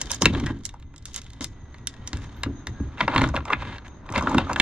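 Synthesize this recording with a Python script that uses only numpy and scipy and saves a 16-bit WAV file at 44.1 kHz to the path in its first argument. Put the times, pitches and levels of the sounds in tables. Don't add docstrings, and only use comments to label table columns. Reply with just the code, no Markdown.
import sys
import numpy as np
from scipy import signal
from scipy.fft import rfft, irfft, next_fast_len
from scipy.io import wavfile
from scipy.ndimage import uniform_filter1d

SR = 44100
rng = np.random.default_rng(int(sys.argv[2]) if len(sys.argv) > 2 else 0)


def digitize_waveform(pressure):
    field = np.atleast_2d(pressure).T
    bounded = np.clip(field, -1, 1)
    quanta = np.round(bounded * 32767).astype(np.int16)
    wavfile.write(sys.argv[1], SR, quanta)


N = 203389

# (time [s], deck peak [dB], plastic level [dB], socket peak [dB], favoured pitch [Hz],
# left-right lean [dB])
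BLOWS = [(0.0137, -33.5, -25.5, -11, 3280, -0.5), (0.057, -57, -43, -44.5, 3710, 10),
         (0.097, -48, -34, -41, 3660, 7), (0.1034, -33, -26.5, -24.5, 5970, 1),
         (0.1069, -27.5, -29, -28, 1320, -7), (0.1148, -46, -46, -10.5, 8440, -2),
         (0.1449, -49, -47, -22.5, 6300, -3), (0.2199, -15, -17, -5.5, 5940, -1),
         (0.2455, -27, -23, -29, 1930, 0), (0.2554, -14, -1.5, -10.5, 2510, 2.5),
         (0.3301, -39, -48, -55, 1050, 0), (0.3477, -22, -23.5, -45, 3600, 3),
         (0.3986, -29, -33, -31, 1830, 1), (0.4366, -29, -33.5, -46, 3170, 2),
         (0.461, -32, -31.5, -29, 3400, -1), (0.4659, -30, -24.5, -45, 1650, 7),
         (0.4993, -29, -47, -60, 897, -3), (0.5882, -59, -63, -50, 1110, -2.5),
         (0.6094, -48, -63, -55, 1070, 2.5), (0.635, -64, -49, -44, 3420, -3),
         (0.6527, -43, -31, -18, 7560, -4.5), (0.6609, -53, -46, -33.5, 7100, 10),
         (0.6906, -49, -37, -35, 3500, -0.5), (0.74, -32.5, -52.5, -44.5, 926, 0.5),
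         (0.7982, -59, -54, -50, 6350, -1), (0.8243, -48, -45.5, -51.5, 3370, 0),
         (0.9387, -46, -49.5, -55.5, 1320, 0), (0.9612, -61, -47, -37, 7660, -2),
         (0.9797, -70, -49, -38, 7540, -1.5), (1.0244, -58.5, -62, -46, 4920, -2),
         (1.0548, -64, -35, -21, 3870, -0.5), (1.1096, -54, -56, -45, 3560, -0.5),
         (1.133, -64, -54, -44, 6100, 7.5), (1.1427, -58, -36, -22, 7600, -2),
         (1.161, -40, -29, -14.5, 6940, -2), (1.1775, -40, -34.5, -29, 7400, -2),
         (1.2158, -59, -41.5, -32.5, 3700, -1), (1.243, -63, -52, -43, 3500, 0),
         (1.2635, -79, -43, -47, 3450, -0.5), (1.302, -71, -44.5, -43, 3500, -0.5),
         (1.3327, -54, -45.5, -38.5, 3650, -0.5), (1.4082, -33, -29, -25, 3900, -0.5),
         (1.4432, -40, -25, -13, 8440, 1), (1.7426, -40, -41, -49.5, 2010, 0.5),
         (1.782, -62, -52, -52, 3700, 0), (1.871, -48, -22, -12.5, 8400, -2),
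         (1.9395, -50, -44.5, -62, 1894, 12.5), (1.965, -53, -52, -52, 2400, 3),
         (2.074, -36, -31, -20.5, 5980, -1), (2.1307, -28, -23.5, -22, 3130, 0.5),
         (2.17, -49, -36, -33.5, 1670, 0), (2.2181, -43, -43, -53, 1400, 7),
         (2.242, -44, -45, -45, 1070, -3), (2.433, -20.5, -17.5, -23.5, 1760, 3),
         (2.4602, -31.5, -49, -58, 856, -3), (2.6692, -25.5, -23, -25.5, 1820, 0.5),
         (2.7994, -39.5, -51, -63, 860, 4), (2.9736, -34, -39, -59, 1690, -4),
         (2.9803, -32, -34, -57, 2470, 2), (3.0049, -13, -17, -49, 1040, 4),
         (3.009, -9.5, -13.5, -31, 2130, -1), (3.078, -9, -18, -46, 948, 4),
         (3.1483, -17.5, -39, -35, 1000, -4), (3.16, -8.5, -11, -27.5, 1075, -1),
         (3.1793, -11, -12.5, -26, 3500, -1), (3.2104, -23, -23, -52, 1900, 5),
         (3.216, -11, -18.5, -28, 950, -1), (3.2384, -14, -17, -35, 1420, 0),
         (3.2738, -25.5, -46, -37, 840, 3), (3.288, -28, -46, -27.5, 1420, 0),
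         (3.3409, -19.5, -53, -53, 1060, 1), (3.3442, -16.5, -57, -38, 1034, -2),
         (3.3552, -33, -29, -40, 705, 1), (3.3636, -29, -16.5, -34, 1570, -0.5),
         (3.3734, -18.5, -61, -46, 1390, -2), (3.4042, -31.5, -38, -60, 1050, 7),
         (3.4525, -25.5, -35, -33.5, 1280, -1), (3.4661, -32, -55, -56, 1000, -4),
         (3.4806, -32, -32, -45, 1340, 0), (3.502, -12, -34, -36, 1160, -1),
         (3.525, -16.5, -27, -55, 1350, 5), (3.531, -12.5, -12, -32, 1400, 0),
         (3.62, -24, -34, -51, 1290, -3), (3.7819, -39, -33, -57, 3960, 0),
         (3.847, -45.5, -47.5, -69, 1020, 0), (3.88, -46, -43.5, -45, 2580, 0.5),
         (4.063, -47, -49, -49, 3300, -1), (4.0896, -29.5, -31.5, -86, 1576, 1),
         (4.1017, -44, -49, -38, 1580, -2), (4.123, -31, -38, -29, 1200, -0.5),
         (4.1373, -27, -36, -47, 1020, 1), (4.1593, -18.5, -15.5, -39, 2420, 1),
         (4.1783, -16.5, -22, -22.5, 2160, -0.5), (4.209, -18, -43, -36, 1080, 1),
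         (4.223, -18.5, -46, -31, 1050, 1.5), (4.2617, -24, -57, -50, 1020, -7),
         (4.2709, -8.5, -22.5, -57, 1380, 3), (4.2944, -43, -47, -29, 1150, 0),
         (4.3079, -21, -40, -52, 924, 5), (4.3145, -17, -47, -35, 860, 0),
         (4.344, -12, -25.5, -27.5, 1370, 0), (4.3809, -9.5, -13.5, -22.5, 2660, 0.5),
         (4.467, -26, -49, -53, 1320, -2), (4.4977, -14, -33.5, -47, 1120, 0),
         (4.514, -19, -41, -52, 1000, 1), (4.531, -27, -25.5, -25, 1500, 1),
         (4.56, -14, -17.5, -33, 1570, 0), (4.5987, -12, -3.5, -16.5, 3600, -4.5)]
# (frequency [Hz], bandwidth [Hz], relative gain [dB])
SKIN_MODES = [(560, 104, -4.5), (756, 110, -4), (887, 190, -1), (1032, 180, 0), (1203, 144, -1),
              (1290, 129, -3.5), (1481, 152, -6.5)]
RAIL_MODES = [(1619, 166, -0.15), (1935, 280, -3), (2266, 390, -3.83), (2753, 110, -5.6)]
CLIP_MODES = [(3076, 128, 3.75), (3571, 300, 4), (4140, 810, -2.5)]
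SOCKET_MODES = [(4830, 810, 2), (5534, 960, 4.5), (6570, 1540, 2.5), (7665, 270, -2), (8470, 1110, -7),
                (8680, 4200, -11), (11570, 2300, -33.5), (15300, 500, -28.5)]
DEEP_MODES = [(70.4, 30.3, 2), (92.3, 14, 6.5), (109.6, 41, 2), (151.5, 36, -4)]
HOLLOW_MODES = [(153, 13.3, -5), (209, 30, -3), (274.6, 25.9, 0.5), (327.7, 29, -4.5), (398, 87, -15)]
SQUEAK_MODES = [(1630, 66, -2), (1950, 50, -3.5)]
RUMBLE_BANDS = [(35.2, 18, 2.5), (61, 9.8, 1), (93, 41, -8.5)]
PART_MODES = (SKIN_MODES, RAIL_MODES, CLIP_MODES, SOCKET_MODES)
# (decay constant [s], softness [samples], weight of the lean [ratio])
CONTACTS = [(0.00077, 23.5, 0.21), (0.0022, 8.8, 0.44), (0.0012, 5.27, 1.06), (0.0021, 2.1, 2.98)]
# (level relative to the blow [dB], rise [s], t60 [s])
AFTER_RATTLE = [(-16.5, .008, 0.11), (-29, .008, 0.075), (-30.5, 0.0027, 0.16), (-30, .01, 0.16)]
# (time [s], skin level [dB], socket level [dB])
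RUBBING = [(0.0, -51, -53), (.2, -65, -59), (.36, -39, -54.5), (.6, -65, -74.5), (.92, -65.5, -90),
           (1.1, -67.5, -60.5), (1.37, -61.5, -72), (1.65, -64, -82), (2.05, -58.5, -72.5),
           (2.35, -57.5, -69), (2.55, -61.5, -83), (2.94, -55, -75.5), (3.25, -30.5, -48),
           (3.33, -49.5, -70), (3.82, -54.5, -81.5), (4.0, -59, -97.5), (4.12, -41, -75),
           (4.47, -40.5, -61), (4.61, -49, -74)]
# (start [s], duration [s], skin [dB], rail [dB], clips [dB], sockets [dB])
SCRAPES = [(0.095, 0.082, -48, -47.5, -42.5, -41), (0.206, 0.045, -38, -51, -45, -38),
           (0.449, 0.074, -45, -46, -53.5, -59), (0.637, 0.035, -65, -60, -56.5, -51),
           (1.054, 0.059, -61, -76, -64, -58), (1.135, 0.071, -55, -51, -48.5, -46),
           (1.407, 0.047, -47, -57, -46, -42), (2.062, 0.036, -66, -58, -56, -51),
           (2.102, 0.19, -53, -52.5, -59, -59.5), (2.402, .06, -51.5, -63, -60, -74),
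           (2.979, 0.08, -39, -35.5, -44, -55), (3.084, 0.14, -32.5, -37.5, -44, -67),
           (3.333, 0.065, -35, -46, -53.5, -58), (3.469, 0.079, -33, -38.5, -50, -60),
           (3.555, 0.24, -43, -43.5, -49, -61), (3.844, 0.031, -58, -49, -55.5, -66),
           (4.135, 0.071, -27, -29.5, -37.5, -46), (4.186, 0.26, -36, -45, -47.5, -56),
           (4.361, 0.081, -34.5, -42.5, -43, -69), (4.484, 0.053, -30.5, -40, -55, -54),
           (4.57, .04, -29.5, -51, -46, -49)]
# (time [s], frequency [Hz], level [dB], t60 [s])
PINGS = [(.27, 15400, -79, 1.2), (.262, 8350, -66, .2), (2.362, 12380, -66, .42), (2.362, 11650, -76, .1),
         (2.362, 1500, -47, .07), (2.362, 3560, -60, .12), (3.215, 15400, -78, .2)]
# (time [s], peak [dB], favoured pitch [Hz])
THUDS = [(0.216, -13, 420), (0.258, -10, 438), (0.299, -20.5, 200), (.332, -21.5, 163), (0.357, -20, 273),
         (0.386, -23, 200), (0.502, -20, 286), (1.406, -27, 266), (2.132, -30.5, 163), (2.462, -20.5, 265),
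         (2.801, -22, 268), (3.009, -27, 270), (3.081, -26, 270), (3.161, -20.5, 290), (3.214, -25, 270),
         (3.262, -23.5, 268), (3.347, -27.5, 270), (3.531, -27.5, 272), (4.169, -31, 270),
         (4.273, -27, 320), (4.345, -9, 253), (4.381, -19, 248), (4.6, -20.5, 270)]
# (time [s], deep level [dB], hollow level [dB])
BOOMS = [(.02, -31, -49), (.222, -17, -21), (0.26, -34, -25), (.31, -20.5, -34), (0.362, -20.5, -23),
         (0.423, -21.5, -28.5), (0.503, -41, -31.5), (.738, -57, -53.5), (1.408, -35, -38),
         (1.769, -41, -59), (1.99, -38.5, -57), (2.13, -25.5, -37), (2.379, -31.5, -55),
         (2.458, -25.5, -27.5), (2.671, -30.5, -36.5), (2.8, -27, -30.5), (3.02, -28.5, -30.5),
         (3.08, -33, -30), (3.156, -18, -19.5), (3.213, -20, -24.5), (3.26, -41, -43), (3.349, -27, -30),
         (3.51, -30, -33), (3.556, -28, -59), (3.651, -31.5, -35), (4.099, -30, -32.5),
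         (4.167, -25.5, -24.5), (4.229, -34, -26), (4.279, -32, -22.5), (4.336, -24, -16),
         (4.418, -25, -33), (4.505, -32, -29.5), (4.599, -16, -20)]
# (frequency [Hz], t60 [s])
COCKPIT_T60 = [(500, 0.096), (1700, 0.13), (4600, 0.077), (12000, 0.029)]
# (frequency [Hz], delay [samples])
LEFT_LAG = [(300, 1), (2600, 2.2), (4000, 1.8), (5500, 2.7), (8300, 1.47), (11000, 3.6)]
# (frequency [Hz], relative density [dB])
WASH_SPECTRUM = [(88, -54.5), (150, -13.5), (233, -6.5), (312, -17), (368, -15), (541, -26), (675, -23),
                 (1540, -26.5), (1950, -29), (2350, -36.5), (6430, -50), (12000, -83.5), (15600, -119),
                 (22000, -120)]
# (frequency [Hz], correlation [ratio])
WASH_CORRELATION = [(150, 1), (640, 0.73), (1400, 0.59), (3100, 0.76), (6800, 0.05)]
# (time [s], gain [dB])
OUTDOOR_GAIN = [(0, 9), (.5, 2), (.85, -13.5), (1.1, -6.5), (1.5, -1.5), (2.4, 5.5), (3.0, 5), (3.7, 1.5),
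                (4.1, 3.5), (4.61, 11)]
# (frequency [Hz], bandwidth [Hz], level [dB])
INSECT_BANDS = [(6450, 200, -72), (6326, 160, -72.5), (3740, 470, -75)]
# (time [s], frequency [Hz], level [dB])
WHINE_PATH = [(.65, 2070, -81.5), (.8, 2050, -72), (1.5, 1977, -65), (2.1, 1886, -60), (2.25, 1910, -83),
              (2.4, 1620, -92), (2.55, 1583, -60), (2.7, 1623, -74), (2.78, 1630, -49), (2.88, 1657, -66),
              (3.0, 1810, -71), (3.1, 1780, -108)]


def blows():
    length, favour_db, favour_log_width = 1200, 8, 0.098
    out, t = np.zeros((2, N + length)), np.arange(length) / SR
    draws = rng.standard_normal((len(BLOWS), length + 1))
    for (s, *_, struck_hz, pan_db), peaks_db, (detune, *grit) in zip(BLOWS, blow_levels().T, draws):
        at = round(s * SR)
        for modes, (contact_s, softness, lean), db in zip(PART_MODES, CONTACTS, peaks_db):
            excited = []
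            for hz, width, mode_db in modes:
                nearness = np.exp(-(np.log(hz / struck_hz) / favour_log_width) ** 2)
                excited.append((hz * (1 + .025 * detune), width, mode_db + favour_db * nearness))
            force = np.array(grit) ** 3 * np.exp(-t / contact_s) * (1 - np.exp(-t / 0.00028))
            motion = ring(softened(force, softness), excited)
            sound = np.gradient(motion)
            pan = gain_of(lean * np.array([[pan_db], [-pan_db]]) / 2)
            out[:, at:at + length] += pan * gain_of(db) * sound / abs(sound).max()
    return out[:, :N]


def blow_levels():
    _, deck_db, plastic_db, steel_db, hz, _ = np.transpose(BLOWS)
    octaves = np.clip(np.log2(hz / 2600), -1, 1)
    shift_db = 0.074 * (steel_db - deck_db) - 0.12 + 2 * octaves
    return np.array([deck_db, plastic_db - shift_db, plastic_db + shift_db, steel_db])


def rattle():
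    contacts_per_s = 2500
    strength = gain_of(2.6 * np.minimum(rng.exponential(1, (9, N)), 5)) * rng.standard_normal((9, N))
    grains = strength * (rng.random((9, N)) < contacts_per_s / SR)
    own, sideways, shared = grains[:4], grains[4:8], grains[8]
    clumps = gain_of(2.64 * slow_noise(400))
    skin_db, steel_db = curves(RUBBING)
    gap_db = steel_db - skin_db
    rub_db = [skin_db, skin_db + 0.38 * gap_db + 0.72, skin_db + 0.61 * gap_db + 3.4, steel_db]
    times, blow_db, scraping = [blow[0] for blow in BLOWS], blow_levels(), scrapes()
    out = 0
    for k, modes in enumerate(PART_MODES):
        _, softness, lean = CONTACTS[k]
        after_db, rise_s, t60 = AFTER_RATTLE[k]
        after = swells(times, blow_db[k] + after_db, rise_s, t60)
        level = np.sqrt(gain_of(rub_db[k]) ** 2 + after ** 2 + scraping[k] ** 2)
        force = own[k] + 0.96 * shared + 0.61 * lean * np.outer([1, -1], sideways[k])
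        out = out + level * unit_rms(ring(softened(force * clumps, softness), modes))
    return out


def scrapes():
    out = np.zeros((4, N))
    for s, length_s, *levels_db in SCRAPES:
        shape = signal.windows.tukey(round(length_s * SR), alpha=0.49)
        out[:, round(s * SR):][:, :len(shape)] += gain_of(levels_db)[:, None] * shape
    return out


def pings():
    out, rise_s, beat_hz = 0, .004, 23
    for s, hz, db, t60 in PINGS:
        t = np.maximum(np.arange(N) / SR - s, 0)
        envelope = np.minimum(t / rise_s, 1) * gain_of(db - 60 * t / t60)
        beating = 1 + 0.475 * np.cos(2 * np.pi * beat_hz * t)
        out = out + envelope * beating * np.sin(2 * np.pi * hz * t)
    return out


def squeak():
    start_s, rise_s, t60, level_db, sag_per_s = .455, 0.0095, 0.18, -29.5, 0.317
    t = np.arange(SR // 4) / SR
    tone = unit_rms(ring_twice(rng.standard_normal(len(t)), SQUEAK_MODES))
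    sagging = np.interp(t - sag_per_s * t ** 2 / 2, t, tone)
    envelope = np.minimum(t / rise_s, 1) * gain_of(level_db - 60 * t / t60)
    out = np.zeros(N)
    out[round(start_s * SR):][:len(t)] = sagging * envelope
    return out


def hull_thuds():
    length, favour_db, favour_octaves = 2000, 9.5, .35
    out, push = np.zeros(N + length), softened(signal.unit_impulse(length), 26)
    modes = HOLLOW_MODES + [(*SKIN_MODES[0][:2], HOLLOW_MODES[-1][2])]
    for s, db, struck_hz in THUDS:
        excited = []
        for hz, width, mode_db in modes:
            nearness = np.exp(-(np.log2(hz / struck_hz) / favour_octaves) ** 2)
            excited.append((hz, width, mode_db + favour_db * nearness))
        thud = ring(push, excited)
        out[round(s * SR):][:length] += gain_of(db) * thud / abs(thud).max()
    return out[:N]


def hull_boom():
    shared, side = rng.standard_normal((2, N))
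    push = softened(shared, 30) + 1.09 * np.array([side, -side])
    lumps = gain_of(2 * slow_noise(700))
    times, deep_db, hollow_db = np.transpose(BOOMS)
    deep_level = np.hypot(swells(times, deep_db, rise_s=0.018, t60=0.47), gain_of(-46))
    hollow_level = np.hypot(swells(times, hollow_db, rise_s=0.0038, t60=0.38), gain_of(-56))
    deep = unit_rms(ring_twice(push, DEEP_MODES))
    hollow = unit_rms(ring(push * lumps, HOLLOW_MODES))
    return deep_level * deep + hollow_level * hollow


def cockpit_echoes(x):
    taps = np.zeros((2, 8000))
    at = np.arange(60, 7970, 20) + rng.integers(0, 20, (2, 396))
    np.put_along_axis(taps, at, rng.choice([-1., 1.], at.shape), 1)
    taps[1] = .5 * taps[0] + 0.54 * taps[1]
    hz, t, spectra = signal.stft(taps, SR, nperseg=128)
    decay = gain_of(-60 * t / at_frequency(COCKPIT_T60, hz)[:, None])
    tail = signal.istft(spectra * decay, SR, nperseg=128)[1]
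    return signal.fftconvolve(x, tail / np.linalg.norm(tail[0]), axes=1)[:, :N]


def microphone_ports(x):
    size = next_fast_len(N + 64)
    hz = np.fft.rfftfreq(size, 1 / SR)
    delay = np.exp(-2j * np.pi * hz * at_frequency(LEFT_LAG, hz) / SR)
    return np.array([irfft(rfft(x[0], size) * delay, size)[:N], x[1]])


def air_rumble():
    shared, side = rng.standard_normal((2, N))
    pressure = shared + 0.12 * np.array([side, -side])
    return gain_of(-47.5) * unit_rms(ring(pressure, RUMBLE_BANDS))


def outdoor_wash():
    frames, hz = N // 256 + 5, np.fft.rfftfreq(1024, 1 / SR)
    left_re, left_im, other_re, other_im, patches = rng.standard_normal((frames, 513, 5)).T
    patches = unit_rms(uniform_filter1d(uniform_filter1d(patches, 10, axis=0), 12, axis=1))
    likeness = at_frequency(WASH_CORRELATION, hz)[:, None]
    left = left_re + 1j * left_im
    right = likeness * left + np.sqrt(1 - likeness ** 2) * (other_re + 1j * other_im)
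    colour = gain_of(at_frequency(WASH_SPECTRUM, hz)[:, None] + 0.5 * patches)
    wash = signal.istft(np.array([left, right]) * colour, nperseg=1024, noverlap=768)[1]
    return gain_of(-53.5) * unit_rms(wash[:, :N])


def insects():
    hiss = rng.standard_normal((2, N)) * gain_of(3.9 * slow_noise(2500))
    return sum(gain_of(db) * unit_rms(ring_twice(hiss, [(hz, width, 0)]))
               for hz, width, db in INSECT_BANDS)


def whine():
    hz, db = curves(WHINE_PATH)
    waver_hz = 3.4 * slow_noise(3000)
    return gain_of(db) * np.sin(2 * np.pi * np.cumsum(hz + waver_hz) / SR)


def ring(x, modes):
    out = 0
    for k, (hz, width, db) in enumerate(modes):
        pole = np.exp((2j * np.pi * hz - np.pi * width) / SR)
        out = out + (-1) ** k * gain_of(db) * signal.lfilter([1 - abs(pole)], [1, -pole], x).imag
    return out


def ring_twice(x, modes):
    return ring(ring(x, modes), modes)


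def softened(x, samples):
    return signal.lfilter(np.hanning(round(samples) + 2)[1:-1], 1, x)


def swells(times, levels_db, rise_s, t60):
    powers, t = np.zeros(N), np.arange(SR // 2) / SR
    np.add.at(powers, np.round(np.asarray(times) * SR).astype(int), gain_of(levels_db) ** 2)
    shape = np.minimum(t / rise_s, 1) * gain_of(-60 * t / t60)
    return np.sqrt(abs(signal.oaconvolve(powers, shape ** 2)[:N]))


def slow_noise(samples):
    return unit_rms(uniform_filter1d(rng.standard_normal(N), samples))


def gain_of(db):
    return 10 ** (np.asarray(db) / 20)


def unit_rms(x):
    return x / np.sqrt(np.mean(x ** 2) + 1e-20)


def at_frequency(points, hz):
    points_hz, values = np.transpose(points)
    return np.interp(np.log(hz + 1), np.log(points_hz + 1), values)


def curves(rows):
    times, *columns = np.transpose(rows)
    return [np.interp(np.arange(N) / SR, times, column) for column in columns]


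def scene():
    handling = blows() + rattle() + pings() + squeak()
    near = handling + gain_of(-13) * cockpit_echoes(handling) + hull_boom() + hull_thuds()
    rumble = air_rumble()
    outdoors = gain_of(curves(OUTDOOR_GAIN)[0]) * (outdoor_wash() + insects())
    return microphone_ports(near) + rumble + outdoors + whine()


def record(dry):
    cutoff_hz = 16480
    lowpass = signal.firwin(511, cutoff_hz, window=("kaiser", 9), fs=SR)
    return signal.oaconvolve(np.clip(dry, -1, 1), lowpass[None], "same")


dry = scene()
out = record(dry)
digitize_waveform(out)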